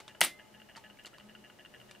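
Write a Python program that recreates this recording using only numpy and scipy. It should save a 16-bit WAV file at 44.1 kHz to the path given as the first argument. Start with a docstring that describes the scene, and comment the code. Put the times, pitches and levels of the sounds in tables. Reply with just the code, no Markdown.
"""A button on a flip clock radio

A finger presses the button, close by in a small room. The latch scrapes, snaps home against the
plastic case and rattles; each impact excites damped modes, and the spring rings on. The motor hums,
its gears tick in a quick loop, and the finger makes small creaks on the button."""
import sys
import numpy as np
from scipy import signal
from scipy.fft import rfft, irfft
from scipy.io import wavfile

SR = 44100
rng = np.random.default_rng(int(sys.argv[2]) if len(sys.argv) > 2 else 0)


def transcribe(signal):
    """Save signal, clipped to [-1, 1], as a 16-bit WAV file at the path in sys.argv[1]."""
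    frames = np.atleast_2d(signal).T
    limited = np.clip(frames, -1, 1)
    pcm = np.round(limited * 32767).astype(np.int16)
    wavfile.write(sys.argv[1], SR, pcm)


N = 88200
T = np.arange(N) / SR
MOTOR_PAN_DB = 1.1
# the latch snaps home and bounces: start_s, level_db
SNAPS = [(0.2140, -13.5), (0.2154, -25), (0.2171, -27.5)]
SNAP_S = SNAPS[0][0]
# left-right coherence of contacts and echoes: frequency_hz, correlation
COHERENCE = [(100, 0.21), (400, 0.99), (1300, 0.97), (4000, 0.95), (8000, 0.34), (15000, 0.13)]


def case():
    """Impact excitation: the snap and its bounces ring the damped modes of the plastic case."""
    # case modes: pitch_hz, level_db, t60_s, pan_db
    modes = [(513, -6, 0.015, 2), (745, -5.5, 0.012, 1), (960, -5.5, 0.023, .8), (1290, -1, 0.0067, 0.5),
             (2004, -1, 0.018, 2), (3093, 1, 0.014, 1.2), (4510, -8.5, 0.024, -.8), (6670, -6.5, 0.017, -1),
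             (8320, -4.5, 0.006, -3), (9050, -6.5, 0.0068, 1), (14500, -10, 0.0044, -3)]
    return sum((-1) ** k * pan(pan_db) * ring(clicks(SNAPS), [(hz, db, t60)])
               for k, (hz, db, t60, pan_db) in enumerate(modes))


def latch():
    """Friction and impact: each light contact of the metal latch scrapes and rings its modes."""
    # contacts: start_s, level_db, t60_s
    contacts = [(0.2075, -17.5, 0.031), (0.2377, -22.5, 0.0047), (0.2481, -22, 0.0096)]
    # scrape spectrum: frequency_hz, density_db
    spectrum = [(180, -63), (300, -21), (1970, -2.5), (2880, -33), (5160, -5.5), (6520, -12), (9240, -3.5),
                (11300, 0.5), (12300, -1), (14700, -17.5), (16000, 0)]
    # latch modes: pitch_hz, level_db, t60_s
    modes = [(7920, -6.5, 0.022), (8730, -2.5, 0.019), (9440, -5, 0.048), (11880, -6, 0.011),
             (14400, -9, .022)]
    scrape = noise(spectrum) * sum(from_db(db) * decay(s, t60) for s, db, t60 in contacts)
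    return scrape + ring(clicks([(s, db - 3) for s, db, _ in contacts]), modes)


def spring():
    """Free vibration: the lightly damped spring and frame ring on after the snap."""
    # spring and frame modes: pitch_hz
    pitches = [345, 680, 1260, 1922, 2068, 2211, 2707, 2944, 3346, 3454, 3989]
    # their strength and damping: level_db, t60_s
    decays = [(-46.5, 0.25), (-47, 0.19), (-37, 0.08), (-33, 0.19), (-40, 0.51), (-62, 0.12), (-33.5, 0.16),
              (-53, 0.11), (-37, 0.13), (-39, 0.24), (-53, 0.11)]
    modes = [(hz, db, t60) for hz, (db, t60) in zip(pitches, decays)]
    return pan(-0.6) * ring(clicks([(SNAP_S, 0)]), modes)


def room():
    """Reverberation: the snap's crack leaves a diffuse tail, whose bass builds up later."""
    # crack and tail spectrum: frequency_hz, density_db
    spectrum = [(35, -74), (60, -55), (196, 2), (272, -5), (343, -0.5), (433, -16), (509, -3), (705, -7.5),
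                (1050, -7), (2010, -2), (2360, -2), (3420, -3.5), (7200, -12), (8280, -7), (9300, -8),
                (14500, -16), (15500, -30)]
    # room bass spectrum: frequency_hz, density_db
    bass = [(30, -24), (120, -26.5), (200, 2), (270, -21.5), (345, 1.5), (520, -11), (900, -22.5),
            (4000, -66)]
    crack = from_db(-15) * noise(spectrum) * decay(SNAP_S, t60_s=0.01)
    tail = from_db(-28.5) * noise(spectrum) * decay(SNAP_S, t60_s=0.17, hold_s=0.027)
    tail *= np.clip((T - SNAP_S) / 0.0013, 0, 1)
    boom = from_db(-44) * noise(bass) * decay(SNAP_S, t60_s=0.12, hold_s=0.015)
    boom *= np.clip((T - SNAP_S) / 0.015, 0, 1)
    bass_cut = signal.butter(1, 420, "high", fs=SR, output="sos")
    return boom + signal.sosfilt(bass_cut, crack + tail)


def gears():
    """Backlash: slipping teeth and clacks of closing play ring the gear train in turn."""
    # once a turn a few teeth slip past: time_s, level_db
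    runs = [(0.0955, -51.5), (0.396, -50.5), (0.5465, -53.5), (0.6955, -50), (0.8457, -49), (0.9948, -50.5),
            (1.1455, -51), (1.2946, -53.5), (1.4459, -52.5), (1.5944, -51), (1.7452, -48.5),
            (1.8943, -54.5)]
    # teeth of a run, timed from the strongest: offset_s, gain_db
    teeth = [(-.0068, 4), (0, 7.5), (.0085, 1), (0.0164, 0.5)]
    # the play closes and rebounds: start_s, level_db, rebound_delay_s, rebound_db
    closures = [(0.1478, -45, .003, -48), (0.4490, -58, .009, -78), (0.5992, -49, .0175, -45.5),
                (0.7500, -45, .003, -55), (0.8990, -46.5, .008, -50.5), (1.048, -40.5, .010, -49),
                (1.1985, -47, .009, -48), (1.3502, -43.5, .009, -50), (1.499, -46, .004, -61),
                (1.6490, -45.5, .010, -44.5), (1.8006, -51, .013, -47.5), (1.9490, -47.5, .010, -52)]
    # gear train modes: pitch_hz, run_db, clack_db, t60_s
    modes = [(629, -15.5, -17.5, 0.046), (930, -28, -15, 0.012), (1458, -17, -7.5, 0.025),
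             (1720, -9.5, -15.5, 0.04), (1956, -12.5, -12.5, 0.034), (2340, -10.5, -9, 0.0067),
             (2810, -5, 0, 0.02), (2990, -2.5, 1, 0.01), (3230, -6, -4.5, 0.0064), (4470, -36, -21, 0.0088)]
    jitter_s, spread_db = 0.0003, 2.16
    slips = clicks([(s + offset + jitter_s * rng.standard_normal(), db + gain_db)
                    for s, db in runs for offset, gain_db in teeth])
    clacks = clicks([hit for s, db, delay, rebound_db in closures
                     for hit in ((s, db), (s + delay, rebound_db))])
    direct = 0
    for k, (hz, run_db, clack_db, t60) in enumerate(modes):
        drive = from_db(run_db) * slips + from_db(clack_db) * clacks
        drive *= from_db(spread_db * rng.standard_normal(N))  # no two contacts ring alike
        direct += (-1) ** k * ring(drive, [(hz, 0, t60)])
    room_response = unit_rms(noise([(20, 0), (20000, 0)]) * decay(0, t60_s=0.08)) / np.sqrt(N)
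    reverb = signal.fftconvolve(direct[None], room_response, axes=1)[:, :N]
    return pan(MOTOR_PAN_DB) * direct + from_db(-7) * reverb


def finger():
    """Stick-slip friction: the finger creaks in tiny uneven jerks, and the case gives with one knock."""
    # creaks and ticks: start_s, level_db, t60_s, tilt_db_per_octave, ring_hz, ring_db
    creaks = [(0.0015, -43.5, 0.035, 0, 2190, -45.5), (0.0796, -44, 0.029, 0, 3615, -42),
              (0.76, -47.5, 0.036, -2, 1830, -45.5), (0.7652, -48, 0.14, -0.5, 4510, -45.5),
              (0.9723, -59.5, 0.012, -1, 2270, -53), (1.037, -57, 0.022, 11, 3030, -60),
              (1.0584, -50, 0.11, 3, 4380, -49), (1.0661, -49.5, 0.048, 0, 4350, -49),
              (1.132, -54.5, 0.016, -7.5, 1370, -49), (1.183, -52.5, 0.031, -1.5, 4570, -55),
              (1.911, -50, 0.037, 2, 2386, -48)]
    # creak spectrum: frequency_hz, density_db
    spectrum = [(180, -63), (300, -5), (814, -1.5), (3860, -6), (4390, -7), (5350, -11), (8600, -12.5),
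                (9180, -17), (13200, -27), (15000, -57)]
    jerk_s, jerk_db, ring_t60_s = 0.0012, 3, 0.021
    knock = ring(clicks([(0.772, -48.5)]), [(906, 0, 0.12)])
    jerks = np.interp(T / jerk_s, np.arange(N // 8), rng.standard_normal(N // 8))
    grit = unit_rms(from_db(jerk_db * jerks))
    out = knock
    for s, db, t60, tilt, ring_hz, ring_db in creaks:
        room_tail = from_db(-11.5) * decay(s, t60_s=0.17)
        envelope = np.hypot(grit * decay(s, t60), room_tail)  # incoherent parts add in power
        out = out + from_db(db) * envelope * noise(spectrum, tilt_db_per_octave=tilt)
        out += ring(clicks([(s, ring_db)]), [(ring_hz, 0, ring_t60_s)])
    return out


def motor():
    """Narrowband resonance: the motor hums in wavering tones, each a resonator driven by noise."""
    # tones before the swell: pitch_hz, start_db, end_db, bandwidth_hz, swell_factor
    tones = [(125.6, -76, -73, 6, 0.21), (209.7, -67.5, -65.5, 5.7, 1.75), (367.3, -81, -68, 17, 0.63),
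             (600.6, -74, -74, 6.7, 0.17), (857, -67.5, -82, 3.6, 0.23), (1267, -76.5, -80, 5.9, 0.11),
             (2826, -82.5, -74, 14, 0.1), (2993, -73.5, -77, 63, 0.46)]
    # swell of the hum: time_s, gain_db
    swell = [(0, 2), (0.45, -3), (0.6, 2), (0.72, -3.5), (0.86, 2.5), (1.0, -4), (1.2, -1.5), (1.29, 3.5),
             (1.42, 0.5), (2, -4)]
    swell_db = np.interp(T, *np.transpose(swell))
    hum = 0
    for hz, start_db, end_db, bandwidth, swell_factor in tones:
        t60 = np.log(1000) / (np.pi * bandwidth)
        tone = ring(rng.standard_normal(2 * N), [(hz, 0, t60)])[N:]  # steady state only
        hum += from_db(np.linspace(start_db, end_db, N) + swell_factor * swell_db) * unit_rms(tone)
    return pan(MOTOR_PAN_DB) * hum


def hush():
    """Diffuse field: the room's faint noise is only weakly correlated between left and right."""
    # hush spectrum: frequency_hz, density_db
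    spectrum = [(15, -59), (25, -9.5), (178, -5), (582, -6), (722, -8), (1270, -14.5), (1620, -13),
                (2120, -15), (2700, -16.5), (2920, -22.5), (3170, -18.5), (3930, -19), (4620, -21),
                (5010, -20.5), (15500, -29)]
    # left-right coherence: frequency_hz, correlation
    coherence = [(40, 0.07), (200, 0.22), (1000, 0.22), (3000, 0.18), (8000, 0.11), (15000, .1)]
    # slow level drift: time_s, gain_db
    drift = [(0, -0.5), (0.6, -0.5), (1.0, -0.5), (1.68, -0.5), (1.8, 1), (2, 0)]
    return from_db(-60 + np.interp(T, *np.transpose(drift))) * noise(spectrum, coherence)


def ring(drive, modes):
    """Modal superposition: damped sines of alternating sign, from rows of pitch_hz, level_db, t60_s."""
    out = 0
    for k, (hz, db, t60) in enumerate(modes):
        radius, angle = from_db(-60 / (t60 * SR)), 2 * np.pi * hz / SR
        feedback = [1, -2 * radius * np.cos(angle), radius ** 2]
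        out += (-1) ** k * from_db(db) * signal.lfilter([0, np.sin(angle)], feedback, drive + 1e-18)
    return out


def noise(spectrum, coherence=COHERENCE, tilt_db_per_octave=0):
    """Spectral shaping: stereo noise of unit rms, its coherence set by the mix of mid and side."""
    # excess of left over right: frequency_hz, level_db
    balance = [(50, 1.5), (250, 1.5), (2000, 0.7), (5000, 0), (9000, -0.1), (15000, -0.2)]
    hz = np.maximum(np.arange(N // 2 + 1) * SR / N, 1)
    curves = map(np.transpose, (spectrum, coherence, balance))
    level_db, correlation, left_db = (np.interp(np.log(hz), np.log(f), y) for f, y in curves)
    level_db += tilt_db_per_octave * np.log2(hz / 3000)
    mid, side = rfft(rng.standard_normal((2, N)))
    sign = np.array([[1], [-1]])
    stereo = np.sqrt(1 + correlation) * mid + np.sqrt(1 - correlation) * side * sign
    return unit_rms(irfft(stereo * from_db(level_db + sign * left_db / 2), N))


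def decay(start_s, t60_s, hold_s=0):
    """Exponential decay: the envelope opens at once, holds, then falls 60 dB in t60_s."""
    return (T >= start_s) * from_db(-60 * np.clip((T - start_s - hold_s) / t60_s, 0, 10))


def clicks(hits):
    """Ideal impacts: one impulse for each row of start_s, level_db."""
    out = np.zeros(N)
    for s, db in hits:
        out[int(s * SR)] += from_db(db)
    return out


def pan(db):
    """Level panning: the left gains db and the right loses as much."""
    return from_db([[db], [-db]])


def from_db(db):
    """Decibels to amplitude ratio."""
    return 10 ** (np.asarray(db) / 20)


def unit_rms(x):
    """Normalisation to unit power."""
    return x / np.sqrt(np.mean(x ** 2) + 1e-20)


def scene():
    """Superposition: the pressures of all sources add at the microphone."""
    return case() + latch() + spring() + room() + gears() + finger() + motor() + hush()


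def record(dry):
    """Band limiting: a steep low-pass cuts the treble above 15.5 kHz."""
    return signal.sosfilt(signal.ellip(10, .1, 80, 15500, fs=SR, output="sos"), dry)


dry = scene()
out = record(dry)
transcribe(out)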